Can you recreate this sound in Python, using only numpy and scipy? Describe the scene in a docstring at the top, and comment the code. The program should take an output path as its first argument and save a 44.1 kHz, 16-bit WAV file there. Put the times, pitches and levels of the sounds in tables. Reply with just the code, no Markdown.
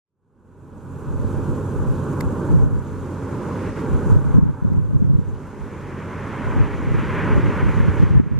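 """A jet airliner on final approach, heard from the ground on a gusty day.
Its exhaust rumble and airframe roar swell and fade in moving air; the fans' rush brightens as it nears.
Gusts buffet and thump two microphone ports; the level sinks at the thumps and creeps back.
Under it: a few small snaps, a leafy rustle, a far engine drone, a camera's thin hiss and motor whine."""
import sys
import numpy as np
from scipy import signal
from scipy.fft import rfft, irfft, next_fast_len
from scipy.io import wavfile
from scipy.ndimage import uniform_filter1d, minimum_filter1d

SR = 44100
rng = np.random.default_rng(int(sys.argv[2]) if len(sys.argv) > 2 else 0)


def wav_out(sig):
    """Save sig, one row per channel (or a flat mono array), as 16-bit PCM at SR to the path in sys.argv[1]."""
    wavfile.write(sys.argv[1], SR, np.round(np.clip(np.atleast_2d(sig).T, -1, 1) * 32767).astype(np.int16))


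N = 369999

# Exhaust, airframe and fan spectra: (frequency [Hz], relative density [dB])
RUMBLE_SPECTRUM = [(15, -30), (28, -32), (48, -16), (70, -6), (110, 1), (140, 1.5), (185, 0.5), (265, -2),
                   (315, -4), (420, -3.5), (600, -11), (900, -28), (2000, -45)]
ROAR_SPECTRUM = [(300, -39), (600, -4), (820, -3), (980, 0), (1230, -6.5), (1480, -7), (1700, -16.5),
                 (2000, -35), (4000, -66)]
RUSH_SPECTRUM = [(400, -31), (600, -1.5), (750, -19), (1000, 2.5), (1300, 2.5), (1700, 4), (2200, 0.5),
                 (2700, -7), (3300, -14.5), (4200, -33), (6000, -50)]
FAN_HISS_SPECTRUM = [(2200, 1.5), (3200, 1.5), (4000, -2), (5000, -6), (6000, -6.5), (8000, -16),
                     (12000, -23)]
# Exhaust rumble: (time [s], level [dB])
RUMBLE_LEVEL = [(0.9, -29.5), (1.45, -28), (1.8, -28.5), (2.3, -26.5), (2.45, -25.5), (2.85, -28.5),
                (3.1, -27.5), (3.4, -26), (3.8, -26.5), (3.95, -25), (4.3, -27), (4.9, -26.5), (5.5, -28),
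                (6.2, -26), (6.55, -24.5), (6.8, -25.5), (7.15, -23.5), (7.29, -20.5), (7.4, -21.5),
                (7.6, -24), (7.9, -24.5)]
# Approach through moving air: (time [s], airframe roar [dB], fan rush [dB])
APPROACH_LEVELS = [(1.8, -40, -62), (2.45, -36.5, -59.5), (3.05, -39, -52.5), (3.5, -34.5, -47.5),
                   (3.66, -37, -43), (3.78, -37.5, -42), (3.87, -36, -50.5), (4.2, -35.5, -54),
                   (4.45, -32, -50), (5.1, -39.5, -54), (5.4, -37, -48.5), (5.75, -36.5, -41),
                   (6.2, -33.5, -36), (6.52, -28.5, -34), (6.82, -36, -36.5), (6.92, -36, -35.5),
                   (7.0, -32, -31.5), (7.09, -32.5, -31.5), (7.18, -30.5, -28.5), (7.29, -27.5, -31),
                   (7.44, -33, -32.5), (7.56, -29, -32), (7.72, -33, -35), (7.85, -34, -35.5),
                   (8.39, -32.5, -35.5)]
HISS_OVER_RUSH_DB, HISS_SWING_SHARE = -9, 0.35

def airliner():
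    """The lows carry far; the fans only get through close by, and their hiss follows their rush."""
    roar_db, rush_db = in_time(APPROACH_LEVELS)
    rumble_db, = in_time(RUMBLE_LEVEL)
    hiss_db = rush_db.mean() + HISS_OVER_RUSH_DB + HISS_SWING_SHARE * (rush_db - rush_db.mean())
    rumble = from_db(rumble_db) * turbulence(RUMBLE_SPECTRUM, side_db=-10.5, flutter_db=0.5, pan_db=-2.5)
    roar = from_db(roar_db) * turbulence(ROAR_SPECTRUM, side_db=-6.5, flutter_db=0.66, pan_db=-1.5)
    rush = from_db(rush_db) * turbulence(RUSH_SPECTRUM, side_db=-10, flutter_db=0.86, pan_db=0.3)
    hiss = from_db(hiss_db) * turbulence(FAN_HISS_SPECTRUM, side_db=-30, flutter_db=1, pan_db=-1)
    return reflection_notch(rumble + roar) + rush + hiss


# Scattered sound, falling as the aircraft nears: (time [s], gain [dB])
SCATTER_GAIN = [(1.0, -3), (5.3, -4), (7.0, -6.5)]

def turbulence(spectrum, side_db, flutter_db, pan_db):
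    """Flow noise flutters through uneven air; the surroundings scatter some to the sides."""
    scatter_db, = in_time(SCATTER_GAIN)
    direct = evened(coloured(spectrum), 0.16) * from_db(flutter_db * drift(11))
    scattered = from_db(side_db + scatter_db) * coloured(spectrum)
    return stereo(direct, scattered, pan_db)


# Notch, shallower when the aircraft stands higher: (time [s], centre gain [dB])
NOTCH_GAIN = [(5.0, -15), (6.3, -6.5), (8.0, -12.5)]
NOTCH_HZ, NOTCH_WIDTH_HZ = 691, 207

def reflection_notch(x):
    """Far sound comes in low and its reflection cancels one band."""
    centre_db, = in_time(NOTCH_GAIN)
    notched = signal.lfilter(*signal.iirnotch(NOTCH_HZ, NOTCH_HZ / NOTCH_WIDTH_HZ, fs=SR), x)
    return notched + from_db(centre_db) * (x - notched)


# Gusts at the ports: (start [s], length [s], level [dB])
GUSTS = [(1.082, 0.19, -20.5), (1.364, 0.041, -23), (1.495, 0.023, -21.5), (1.78, 0.037, -20),
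         (1.877, 0.046, -20.5), (2.256, 0.017, -20), (2.522, 0.14, -10), (2.721, 0.053, -12.5),
         (2.866, 0.16, -29), (3.68, 0.02, -30), (3.916, 0.05, -16.5), (4.082, 0.13, -12.5),
         (4.257, 0.083, -12.5), (4.359, 0.13, -4.5), (4.664, 0.19, -7.5), (4.905, 0.286, -6),
         (5.27, 0.064, -14), (5.622, 0.012, -19), (6.46, 0.045, -16.5), (6.57, 0.06, -10),
         (6.745, 0.018, -20), (6.881, 0.11, -13), (7.314, 0.074, -13.5), (7.438, 0.05, -12.5),
         (7.628, 0.064, -12.5), (7.778, 0.12, -11.5), (8.0, 0.062, -8.5), (8.138, 0.072, -4),
         (8.23, 0.051, -8), (8.32, 0.1, -3)]
# Breeze between gusts: (time [s], level [dB])
BREEZE_LEVEL = [(1.0, -34), (3.3, -46), (5.5, -33), (6.25, -37), (6.8, -21.5), (7.2, -24), (7.7, -23)]
GUST_RISE_DB_PER_S, GUST_FALL_DB_PER_S = 396, 295

def gust_level_db():
    """Each gust rises quickly, holds and dies back into the breeze."""
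    t = np.arange(N) / SR
    level_db, = in_time(BREEZE_LEVEL)
    for start_s, length_s, db in GUSTS:
        rise_db = GUST_RISE_DB_PER_S * np.maximum(start_s - t, 0)
        fall_db = GUST_FALL_DB_PER_S * np.maximum(t - start_s - length_s, 0)
        level_db = np.maximum(level_db, db - rise_db - fall_db)
    return level_db


def wind(corner_hz, db_per_octave, rise, steepness, eddy_depth_db, common_db):
    """Eddies hit the ports mostly in opposition; harder gusts have smaller eddies and reach higher."""
    gust_db = gust_level_db()
    eddies_db = eddy_depth_db * np.tanh(drift(46))
    shift_octaves = np.clip(gust_db + eddies_db + 8.5, -20, 6) / db_per_octave
    moving_corner_hz = corner_hz * 2 ** shift_octaves
    common, opposed = 0, 0
    for centre_hz in 25 * 2 ** np.arange(0, 5.5, .5):  # half-octave bands
        ratio = centre_hz / moving_corner_hz
        gain = from_db(eddies_db) * ratio ** rise / np.sqrt(1 + ratio ** steepness)
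        band = lambda hz: np.exp(-(3 * np.log2(hz / centre_hz)) ** 2)
        common += gain * noise(band)
        opposed += gain * noise(band)
    mid = from_db(common_db) * evened(common, 0.095)
    return from_db(gust_db) * stereo(mid, evened(opposed, 0.0455), pan_db=-1.5)


# Fine eddies shed by a thump: (frequency [Hz], relative density [dB])
PUFF_SPECTRUM = [(180, -6), (280, 7.5), (420, -8), (600, -21), (900, -28)]
# Hardest eddies: (time [s], swing [dB], frequency [Hz], 1/e half-width [cycles], thud [dB], sink [dB])
THUMPS = [(1.9, -12, 110, 1.2, -41, 0.5), (2.27, -16, 120, .7, -28, 1), (2.544, -7.5, 140, .6, -31, 3),
          (2.638, -6, 120, .9, -22, 6), (3.945, -11, 105, .9, -18.5, -0.5), (4.105, -8, 100, .8, -24, 0.5),
          (4.128, -5, 120, .8, -19, 1.5), (4.164, -5, 110, .9, -32, 5), (4.348, -3, 130, 1, -23, 6.5),
          (4.385, 1.5, 186, 0.78, -40, 12), (4.429, -3, 163, .75, -28, 11.5),
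          (4.626, -11, 150, 0.64, -37, 8), (4.651, -5.5, 175, 0.81, -25, 9), (4.72, -13, 230, .7, -26, 9),
          (4.783, -10, 125, 1.6, -28, 12), (4.952, -8, 130, 1.6, -28, 8), (5.025, -14, 200, 1.7, -34, 8),
          (5.111, -9, 140, 1.9, -30, 9.5), (5.157, -9, 110, 1, -28, 8), (5.192, -8, 170, .7, -33, 9),
          (6.604, -5, 119, 1.6, -17.5, 5.5), (7.327, -10, 100, 1.3, -33, 1), (7.38, -6, 170, .7, -18, 3.5),
          (7.687, -8, 140, .7, -22, 0.5), (7.802, -7.5, 89.5, .8, -23, 3.5), (7.836, -7, 100, 1, -31, 2.5),
          (7.897, -9, 130, .7, -14.5, 3.5), (8.034, -0.5, 141, .8, -29, 7),
          (8.112, -4.5, 110, 0.7, -22, 8.5), (8.162, -3.5, 127, 2.4, -19.5, 9.5),
          (8.2, 1, 185, 0.54, -21, 16.5)]
THUD_HZ, THUD_HALF_WIDTH_S = 76.7, 0.011

def thumps(common_db, pan_db, puff_db, puff_db_per_octave):
    """A large eddy swings the pressure between the ports and thuds on both; faster swings puff more."""
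    t = np.arange(N) / SR
    swing, thud, puff = np.zeros((3, N))
    mean_hz = np.mean([row[2] for row in THUMPS])
    for time_s, db, hz, cycles, thud_db, _ in THUMPS:
        swing_phase, thud_phase = rng.uniform(0, 2 * np.pi, 2)
        near = abs(t - time_s) < 10 / hz
        age_s = t[near] - time_s
        swell = from_db(db) * np.exp(-(age_s * hz / cycles) ** 2)
        swing[near] += swell * np.cos(2 * np.pi * hz * age_s + swing_phase)
        puff[near] += swell * from_db(puff_db + puff_db_per_octave * np.log2(hz / mean_hz))
        push = from_db(thud_db) * np.exp(-(age_s / THUD_HALF_WIDTH_S) ** 2)
        thud[near] += push * np.cos(2 * np.pi * THUD_HZ * age_s + thud_phase)
    swing += puff * coloured(PUFF_SPECTRUM)
    return stereo(from_db(common_db) * swing + thud, swing, pan_db)


def sinking_db(onset_s, recovery_db_per_s):
    """The level drops at the thumps and creeps back at a steady rate."""
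    t, sunk_db = np.arange(N) / SR, 0
    for time_s, *_, depth_db in THUMPS:
        onset = np.clip((t - time_s) / onset_s + .5, 0, 1)
        sunk_db = np.maximum(sunk_db, onset * (depth_db - recovery_db_per_s * (t - time_s)))
    return -sunk_db


# Snaps near the microphone: (time [s], strength [dB])
SNAPS = [(2.2057, -9), (2.2086, -3.5), (2.2099, -10), (4.733, -24)]
# Their resonances: (frequency [Hz], width [Hz], gain [dB])
SNAP_MODES = [(1600, 280, 3), (2000, 290, 3), (3200, 900, -12.5), (4470, 490, -7), (6850, 4300, -14),
              (12500, 5000, -17.5)]

def snaps(decay_s, side_db):
    """Each snap is a very short crackle that rings a few damped resonances."""
    t = np.arange(N) / SR
    envelope = sum(from_db(db) * (t >= time_s) * np.exp(-np.minimum(abs(t - time_s) / decay_s, 50))
                   for time_s, db in SNAPS)
    crackle = envelope * rng.choice([-1, 1], (2, N)) / np.sqrt(decay_s * SR / 2)
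    mid, side = sum(from_db(db) * signal.lfilter(*signal.iirpeak(hz, hz / width_hz, fs=SR), crackle)
                    for hz, width_hz, db in SNAP_MODES)
    return stereo(mid, from_db(side_db) * side)


# Rustle swells: (time [s], level [dB])
RUSTLE_LEVEL = [(2.5, -67), (3.0, -62.5), (3.5, -58), (3.7, -57), (3.79, -55.5), (3.9, -67), (4.12, -61),
                (4.45, -69), (5.1, -66), (5.4, -59), (6.35, -57.5), (7.0, -63)]
# Rustle spectrum: (frequency [Hz], relative density [dB])
RUSTLE_SPECTRUM = [(2000, -15), (3200, -8), (5400, 2.5), (6800, -3), (10000, -9), (13000, -20)]

def rustle():
    """A faint rustle, as of leaves, comes from all around, unrelated in the two ears."""
    level_db, = in_time(RUSTLE_LEVEL)
    return from_db(level_db) * np.array([coloured(RUSTLE_SPECTRUM), coloured(RUSTLE_SPECTRUM)])


# Far engine: (frequency [Hz], width [Hz], relative level [dB])
DRONE_LINES = [(48.5, 4, 17), (92.9, 2.05, 27), (138.3, 4.8, 24), (264.8, 3.8, 18), (819, 6.3, 3)]

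def far_drone():
    """A distant engine hums in a few wavering lines."""
    return sum(from_db(db) * tone(hz, width_hz) for hz, width_hz, db in DRONE_LINES)


# Motor: (frequency [Hz], width [Hz], level before pace change [dB], level after [dB])
WHINE_LINES = [(5525, 24, -27, -20), (6146, 16, -19, -20), (6244, 14, -20, -16), (6446, 30, -16, -13),
               (6712, 40, -10, -11.5), (7003, 34, -19.5, -17), (7186, 18, -19.5, -19), (8132, 30, -15, -18),
               (8690, 130, -15, -26), (9239, 40, -25, -19.5), (10632, 40, -19.5, -21)]
# Whine against the hiss: (time [s], gain [dB])
WHINE_GAIN = [(1.3, -0.5), (3.0, 4), (7.8, 5.5)]
PACE_CHANGE_S = (5.35, 5.6)

def motor_whine():
    """The camera motor's whine grows; its lines trade strength as it changes pace."""
    gain_db, = in_time(WHINE_GAIN)
    blend = np.interp(np.arange(N) / SR, PACE_CHANGE_S, [0, 1])
    lines = sum(from_db(before_db + blend * (after_db - before_db)) * tone(hz, width_hz)
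                for hz, width_hz, before_db, after_db in WHINE_LINES)
    return from_db(gain_db) * lines


# Camera hiss: (frequency [Hz], relative density [dB])
CAMERA_HISS_SPECTRUM = [(1500, -11), (2000, -2), (2600, 5.5), (3400, -18), (4800, -22), (5800, -6),
                        (6900, 4.5), (8200, 2), (10000, -1), (12300, 1), (13500, -14), (15000, -22)]
# Left port against right: (frequency [Hz], phase lead [rad])
PORT_PHASE = [(2500, 0.5), (4000, -9.3), (5300, -0.2), (6700, -1.55), (8600, -1.5), (10600, -2.1),
              (13000, -4.3), (15000, -20)]

def camera_noise(shared_power, flutter_db):
    """Hiss and whine from inside reach the ports out of step; each port also has hiss of its own."""
    inside = motor_whine() + coloured(CAMERA_HISS_SPECTRUM)
    gain = from_db(3.5 + flutter_db * drift(27))
    size = next_fast_len(N, True)
    lead_rad = np.interp(np.fft.rfftfreq(size, 1 / SR), *np.transpose(PORT_PHASE))
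    left = irfft(rfft(inside, size) * np.exp(1j * lead_rad), size)[:N]
    own_hiss = np.array([coloured(CAMERA_HISS_SPECTRUM), coloured(CAMERA_HISS_SPECTRUM)])
    ports = np.sqrt(shared_power) * np.array([left, inside]) + np.sqrt(1 - shared_power) * own_hiss
    return gain * ports * from_db([[-.7], [.7]])


def from_db(db):
    """Decibels to gain."""
    return 10 ** (np.asarray(db) / 20)


def rms_one(x):
    """Scale to rms 1."""
    return x / np.sqrt(np.mean(x ** 2) + 1e-20)


def evened(x, window_s):
    """Hold the running rms at 1."""
    return x / np.sqrt(uniform_filter1d(x ** 2, max(int(window_s * SR), 2)) + 1e-9)


def in_time(rows):
    """Each column of a curve, sample by sample."""
    times_s, *columns = np.transpose(rows)
    return [np.interp(np.arange(N) / SR, times_s, column) for column in columns]


def drift(rate_hz):
    """Slow random wander with spread 1."""
    hop, warm_up = 40, 2000
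    pole = np.exp(-2 * np.pi * rate_hz * hop / SR)
    white = rng.standard_normal(N // hop + warm_up + 2)
    slow = signal.lfilter([1], [1, -2 * pole, pole * pole], white)[warm_up:]
    return np.interp(np.arange(N) / hop, np.arange(len(slow)), rms_one(slow))


def noise(gain_at):
    """Noise of rms 1 whose gain is a function of frequency."""
    size = next_fast_len(N, True)
    hz = np.maximum(np.fft.rfftfreq(size, 1 / SR), 1)
    return rms_one(irfft(rfft(rng.standard_normal(size)) * gain_at(hz), size)[:N])


def coloured(spectrum):
    """Noise of rms 1 with the given spectrum, silent outside it."""
    points_hz, db = np.transpose(spectrum)
    return noise(lambda hz: from_db(np.interp(np.log(hz), np.log(points_hz), db, -np.inf, -np.inf)))


def tone(centre_hz, width_hz):
    """A wavering line of rms 1: noise in a narrow resonance."""
    return evened(noise(lambda hz: 1 / (1 + (2 * (hz - centre_hz) / width_hz) ** 2)), 0.37)


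def stereo(mid, side, pan_db=0):
    """Left and right from their common and opposed parts."""
    return np.array([(mid + side) * from_db(pan_db / 2), (mid - side) * from_db(-pan_db / 2)])


def limited(x, ceiling, look_ahead_s):
    """A look-ahead limiter ducks smoothly under the peaks of the hardest gusts."""
    size = int(look_ahead_s * SR)
    allowed = np.minimum(1, ceiling / (abs(x).max(axis=0) + 1e-9))
    return x * uniform_filter1d(minimum_filter1d(allowed, 2 * size + 1), size)


# Brief dip of airliner and background: (time [s], gain [dB])
DIP_GAIN = [(3.69, 1.5), (3.71, -1), (3.75, -4.5), (3.77, 1.1)]
BACKGROUND_GAIN_DB = -61

def scene():
    """Airliner, wind, rustle and background sink together under the thumps; snaps lie on top."""
    dip_db, = in_time(DIP_GAIN)
    gusts = wind(corner_hz=127.4, db_per_octave=21, rise=1.78, steepness=10.8,
                 eddy_depth_db=4.5, common_db=-12.5)
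    jet = airliner()
    background = from_db(BACKGROUND_GAIN_DB) * (far_drone() + camera_noise(shared_power=.6, flutter_db=1))
    air = from_db(dip_db) * (jet + background) + rustle() + gusts
    air *= from_db(sinking_db(onset_s=0.038, recovery_db_per_s=4))
    thumping = thumps(common_db=-22.5, pan_db=-0.34, puff_db=-21, puff_db_per_octave=11)
    return air + thumping + snaps(decay_s=0.0014, side_db=-1)


FADE_IN_S, FADE_POWER = 1.328, 2.72
LOW_CUT_HZ, STOPBAND_HZ = 32, 15400

def record(dry):
    """Fade-in, low cut, peak limiter, steep high cut."""
    fade = np.minimum(np.arange(N) / SR / FADE_IN_S, 1) ** FADE_POWER
    low_cut = signal.butter(2, LOW_CUT_HZ, "high", fs=SR, output="sos")
    high_cut = signal.cheby2(16, 60, STOPBAND_HZ, fs=SR, output="sos")
    trimmed = signal.sosfilt(low_cut, fade * dry)
    return signal.sosfilt(high_cut, limited(trimmed, ceiling=.97, look_ahead_s=.012))


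dry = scene()
out = record(dry)
wav_out(out)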